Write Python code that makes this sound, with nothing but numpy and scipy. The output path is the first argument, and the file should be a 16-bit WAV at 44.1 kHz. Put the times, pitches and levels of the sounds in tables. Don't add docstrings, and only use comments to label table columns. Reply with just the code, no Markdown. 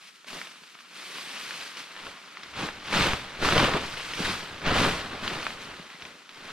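import sys
import numpy as np
from scipy import signal
from scipy.fft import rfft, irfft
from scipy.io import wavfile

SR = 44100
rng = np.random.default_rng(int(sys.argv[2]) if len(sys.argv) > 2 else 0)


def inscribe(sig):
    pcm = np.round(np.clip(np.atleast_2d(sig).T, -1, 1) * 32767)
    wavfile.write(sys.argv[1], SR, pcm.astype(np.int16))


N = 287524
TIME = np.arange(N) / SR

# t/s, share (0-1)
FREE_SHARE = [(0.4, 0.1), (1.2, 0), (2.1, 0.5), (2.6, 0.93), (5.4, 0.76), (6.2, 0.54)]
# f/Hz, level/dB
FOLD_SPECTRUM = [(30, -18), (95, -28.5), (160, 1.5), (250, 1.5), (400, 0.5), (600, -2), (800, -7),
                 (1500, -7), (4000, -64.5)]


def amp(db):
    return 10 ** (np.asarray(db) / 20)


def unit(x):
    return x / np.sqrt(np.mean(x ** 2) + 1e-20)


def follow(points):
    return np.interp(TIME, *np.transpose(points))


def read(points, hz):
    f, value = np.transpose(points)
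    return np.interp(np.log(hz + 1), np.log(f + 1), value)


def colour(x, spectrum, size=4096):
    log_gain = np.log(amp(read(spectrum, abs(np.fft.fftfreq(size, 1 / SR)))))
    minimum_phase = np.exp(np.conj(signal.hilbert(log_gain)))
    taps = np.fft.ifft(minimum_phase).real
    return signal.oaconvolve(x, taps[:size // 2])[:N]


def wobble(rate_hz):
    hz = np.fft.rfftfreq(N, 1 / SR)
    noise = rfft(rng.standard_normal(N))
    return unit(irfft(noise * (hz / rate_hz) * np.exp(-hz / rate_hz), N))


def swarm(per_s, spread_db, cap):
    size = amp(spread_db * np.minimum(rng.exponential(1, N), cap))
    sign = rng.choice([-1, 1], N)
    fires = rng.random(N) < per_s / SR
    return unit(size * sign * fires / np.sqrt(per_s))


def hush(level_db=-62, width=0.61):
    # f/Hz, level/dB
    spectrum = [(20, -26), (100, -26), (170, 1.5), (400, -1), (750, -23), (1300, 5.5), (3000, -17.5),
                (7000, -10), (15000, -40)]
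    mid, side = (unit(colour(rng.standard_normal(N), spectrum)) for _ in range(2))
    return amp(level_db) * np.array([mid + width * side, mid - width * side])


def handling(shake_rise_s=0.067, ramp_db=20):
    # full speed t/s, rise/s, hold/s, release/s, crumple/dB, slide/dB, air/dB
    pulls = [(0.03, 0.18, 0.062, .05, -56, -55.5, -81), (0.15, 0.025, .012, .03, -63, -59.5, -78),
             (0.274, .018, 0.14, 0.3, -45.5, -48, -56.5), (0.335, 0.073, 0.018, .1, -47, -49, -45),
             (0.63, .1, 0.088, 0.1, -63, -59.5, -77), (0.8, .01, 0.014, 0.027, -50.5, -56, -76),
             (0.965, 0.088, 0.11, .3, -50, -51, -60.5), (1.155, 0.4, 0.03, 0.53, -46, -46, -53.5),
             (1.36, 0.66, 0.28, 0.36, -42, -45.5, -54.5), (1.775, 0.032, 0.031, .1, -42.5, -46.5, -55),
             (1.965, 0.16, 0.036, 0.38, -44, -57, -59), (2.055, 0.15, 0.021, 0.17, -48.5, -53, -48),
             (2.86, 0.039, 0.057, 0.084, -40, -49.5, -58), (3.81, 0.062, 0.055, 0.069, -39, -46, -41),
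             (3.91, 0.2, 0.27, 0.22, -40.5, -45.5, -75), (4.99, 0.15, 0.013, 0.035, -48, -48, -52),
             (5.12, 0.075, 0.032, 0.12, -39.5, -67, -42.5), (5.43, 0.12, 0.078, .12, -60, -47.5, -63.5),
             (5.61, .03, 0.021, 0.098, -52, -50.5, -59), (5.905, 0.022, 0.039, 0.051, -46, -67, -68),
             (6.02, 0.093, .055, 0.28, -48.5, -56.5, -52), (6.31, .03, 0.075, 0.078, -70, -61, -65),
             (6.48, 0.3, .04, 0.21, -41.5, -53, -47.5)]
    # full swing t/s, hold/s, release/s, crumple/dB, slide/dB, air/dB
    shakes = [(2.584, .075, 0.09, -33.5, -45, -36.5), (2.943, .11, 0.2, -25, -34, -26),
              (3.436, 0.091, 0.18, -28.5, -35, -26.5), (3.562, 0.085, 0.2, -24.5, -36.5, -23),
              (3.749, 0.021, .045, -31, -44, -28), (4.192, 0.038, 0.083, -35, -40.5, -35),
              (4.251, 0.051, 0.24, -31.5, -36.5, -36.5), (4.674, 0.031, 0.24, -26.5, -45, -25),
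              (4.756, 0.1, 0.27, -26.5, -35.5, -26), (5.236, 0.12, 0.31, -35.5, -45.5, -38)]
    # t/s, crumple level/dB
    stir = [(0, -62), (.22, -63.5), (.6, -60), (.86, -63.5), (1.9, -50), (2.28, -50), (2.45, -46.5),
            (2.8, -44.5), (3.35, -43.5), (4.57, -43), (5.05, -44), (5.72, -43.5), (5.87, -47.5),
            (6.25, -61)]
    stir_db = follow(stir)
    excess_db = stir_db + 50
    power = amp([stir_db, -57 + 0.4 * excess_db, -64.5 + 2.73 * excess_db]) ** 2
    moves = list(pulls) + [(at, shake_rise_s, *rest) for at, *rest in shakes]
    for at, rise, hold, release, *levels_db in moves:
        near = slice(*np.searchsorted(TIME, [at - 3 * rise, at + hold + 3 * release]))
        rising = np.maximum(at - TIME[near], 0) / rise
        dying = np.maximum(TIME[near] - at - hold, 0) / release
        ramps = [rising + dying, rising / 0.78 + dying / 0.85, rising / 0.79 + dying / 0.92]
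        for layer, top_db, ramp in zip(power, levels_db, ramps):
            layer[near] += amp(top_db - ramp_db * ramp) ** 2
    return 10 * np.log10(power)


def creases(effort_db, fewest_per_s=2600, extra_per_s=5000, clump_db=1.52, gain_db=-1.6):
    # f/Hz, level/dB
    spectrum = [(60, -57), (130, -14), (300, -15.5), (750, -6.5), (1200, 0), (2600, -3.5), (4000, -8),
                (6000, -22.5), (9000, -32), (15000, -53)]
    per_s = fewest_per_s + extra_per_s * amp(0.5 * (effort_db - effort_db.max()))
    clicks = swarm(per_s, spread_db=3.5, cap=4) * amp(clump_db * wobble(rate_hz=30))
    return unit(colour(clicks, spectrum)) * amp(effort_db + gain_db)


def sliding(speed_db, rub_db=3, clump_db=0.5, fizz_db=-13):
    # f/Hz, level/dB
    rub_spectrum = [(80, -34), (200, -35), (700, -20), (1100, -3), (2500, 8), (4500, 4.5), (6000, -1),
                    (7500, -7), (9000, -9), (11000, -19), (12500, -20), (15500, -44)]
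    # f/Hz, level/dB
    fizz_spectrum = [(2000, -20), (6000, -3), (9200, 4.5), (12500, -7.5), (15500, -19)]
    slips = swarm(per_s=10000, spread_db=3.5, cap=5.05) * amp(-clump_db * wobble(rate_hz=64))
    fine_slips = swarm(per_s=7000, spread_db=3, cap=5)
    bunched = np.sqrt(1 - follow(FREE_SHARE))
    rub = unit(colour(slips, rub_spectrum)) * amp(rub_db)
    fizz = unit(colour(fine_slips, fizz_spectrum)) * bunched * amp(fizz_db)
    return (rub + fizz) * amp(speed_db)


def flapping(push_db, loose_db=-52, knee_db=2.5, flap_db=-2):
    # f/Hz, level/dB
    flap_spectrum = [(15, 11), (35, -25), (60, 7), (95, 3), (140, 4.5), (250, -6), (400, -9.5), (750, -3.5),
                     (1500, -8), (4000, -98.5)]
    loose = follow(FREE_SHARE) / (1.5 + np.exp((loose_db - push_db) / knee_db))
    flaps = unit(colour(swarm(per_s=420, spread_db=3, cap=2.93), flap_spectrum)) * amp(flap_db)
    folds = unit(colour(swarm(per_s=900, spread_db=3, cap=3.84), FOLD_SPECTRUM))
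    return (np.sqrt(loose) * flaps + np.sqrt(1 - loose) * folds) * amp(push_db)


def snaps(gain_db=2, shiver=0.55, shiver_s=0.0016, sharpness=4.7, bounce=0.093, bounce_s=0.00141):
    # t/s, relative level/dB, nominal pitch f/Hz
    pops = [(0.244, -36, 1340), (0.414, -27, 1510), (0.47, -32, 2620), (0.635, -37, 1600),
            (0.747, -39.5, 1740), (0.7512, -34.5, 1700), (0.788, -37.5, 1500), (1.183, -27.5, 1600),
            (1.507, -22, 1600), (1.538, -35.5, 2680), (1.7687, -30, 2500), (1.963, -30.5, 1680),
            (2.067, -23.5, 1730), (2.37, -27.5, 1600), (2.4323, -28.5, 2200), (2.6866, -20.5, 940),
            (3.447, -13, 1000), (3.472, -18, 972), (3.487, -9.5, 950), (3.523, -10, 1100),
            (3.5779, -10, 2200), (3.633, -19, 1200), (3.655, -34, 1170), (3.736, -11, 960),
            (3.776, -21, 950), (4.135, -23.5, 2200), (4.662, -17.5, 1410), (4.6772, -12, 990),
            (5.277, -17, 2160), (5.428, -24, 2540), (5.4655, -14, 1190), (5.504, -28, 1110),
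            (6.021, -31, 2500), (6.051, -31, 2800), (6.291, -34, 2830)]
    # f/Hz, level/dB
    spectrum = [(40, -54), (200, -8), (700, -6.5), (1200, 0.5), (3000, 5.5), (6000, 0.5), (10000, -28),
                (15500, -13)]
    out, t = np.zeros(N), np.arange(2048) / SR
    t_pop = t - 0.0012
    fade = np.exp(-t / shiver_s)
    for at, level_db, hz in pops:
        u = sharpness * hz * np.maximum([t_pop, t_pop - bounce_s], 0)
        direct, ground = u * (1 - u / 2) * np.exp(-u)
        pulse = (direct + bounce * ground) / direct.max()
        tremble = signal.fftconvolve(rng.standard_normal(len(t)), direct)[:len(t)]
        tail = unit(tremble * fade) * np.sqrt(np.mean(fade ** 2))
        pop = shiver * tail - (1 - shiver) * pulse
        out[round(at * SR):][:len(t)] += amp(level_db + gain_db) * pop
    return colour(out, spectrum)


def thumps(swing_s=0.0016):
    # t/s, relative level/dB
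    pats = [(0.353, -41), (0.619, -48), (0.75, -56), (2.633, -23.5), (2.961, -17), (2.997, -17),
            (3.574, -18.5), (3.606, -21), (3.652, -21.5), (3.744, -16), (4.203, -18.5), (4.293, -22),
            (4.813, -17), (5.796, -33), (5.945, -42)]
    out, u = np.zeros(N), np.arange(2048) / SR / swing_s
    pulse = u * (1 - u + u ** 2 / 6) * np.exp(-u)
    for at, level_db in pats:
        out[round(at * SR):][:len(u)] += amp(level_db) * pulse / pulse.max()
    return colour(out, FOLD_SPECTRUM)


def cracks(needle_s=0.00012, puff_s=0.0034, puff_gain=0.5, gain_db=-2):
    # t/s, relative level/dB
    whips = [(3.0093, -5), (3.1344, -8.5), (4.6857, -12)]
    out, t = np.zeros(N), np.arange(1024) / SR
    u, v = t / needle_s, t / puff_s
    needle = u ** 3 * (1 - u / 2) * np.exp(-2 * u)
    puff = (1 - v) * np.exp(-v) * (1 - np.exp(-u))
    pulse = needle / needle.max() + puff_gain * puff
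    for at, level_db in whips:
        out[round(at * SR):][:len(t)] -= amp(level_db + gain_db) * pulse
    return out


def echo(x, decay, share, stretch=1):
    hop = 64
    frames = dict(fs=SR, nperseg=4 * hop, noverlap=3 * hop)
    hz, _, bands = signal.stft(x, **frames)
    t60_s = stretch * read(decay, hz)
    carry = amp(-60 * hop / SR / t60_s) ** 2
    power = np.array([signal.lfilter([0, 0, 1 - k], [1, -k], band)
                      for k, band in zip(carry, abs(bands) ** 2)])
    noise = signal.stft(rng.standard_normal(N), **frames)[2]
    scattered = noise / noise.std() * np.sqrt(power) * amp(read(share, hz))[:, None]
    return signal.istft(scattered, **frames)[1][:N]


def wood(x, far_db=-8):
    # f/Hz, t60/s
    decay = [(60, 0.15), (500, 0.26), (1500, 0.26), (4000, 0.8), (12000, 0.63)]
    # f/Hz, level/dB
    trunks = [(30, -42), (170, -21), (600, -10.5), (3000, -18.5)]
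    # f/Hz, level/dB
    litter = [(30, -33), (300, -12), (1000, -9.5), (3000, -6.5), (7000, -2), (14000, 6.5)]
    centre = x + echo(x, decay, trunks)
    channels = []
    for _ in range(2):
        near = echo(x, decay, litter, stretch=0.042)
        far = echo(x, decay, litter, stretch=0.93)
        channels.append(centre + near + amp(far_db) * far)
    return np.array(channels)


def scene(flutter_db=1.2):
    crumple_db, slide_db, air_db = handling()
    gulps_db = flutter_db * follow(FREE_SHARE) * wobble(rate_hz=16)
    cloth = creases(crumple_db) + sliding(slide_db) + flapping(air_db + gulps_db)
    return wood(cloth + thumps() + snaps() + cracks()) + hush()


def record(dry, lag_ms=0.032, cutoff_hz=15700):
    # f/Hz, left minus right level/dB
    balance = [(60, 0), (110, 2), (200, 0.5), (380, 0.5), (700, -1), (1290, -0.5), (2380, 1.5), (4400, 1),
               (8120, -0.5), (15000, -6.5)]
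    hz = np.fft.rfftfreq(2 * N, 1 / SR)
    tilt = amp(read(balance, hz) / 2)
    delay = np.exp(-2j * np.pi * hz * lag_ms / 1000)
    ports = irfft(rfft(dry, 2 * N) * np.array([tilt * delay, 1 / tilt]))[:, :N]
    lowpass = signal.firwin(511, cutoff_hz, window=("kaiser", 9), fs=SR)
    return signal.oaconvolve(ports, lowpass[None], "same")


dry = scene()
out = record(dry)
inscribe(out)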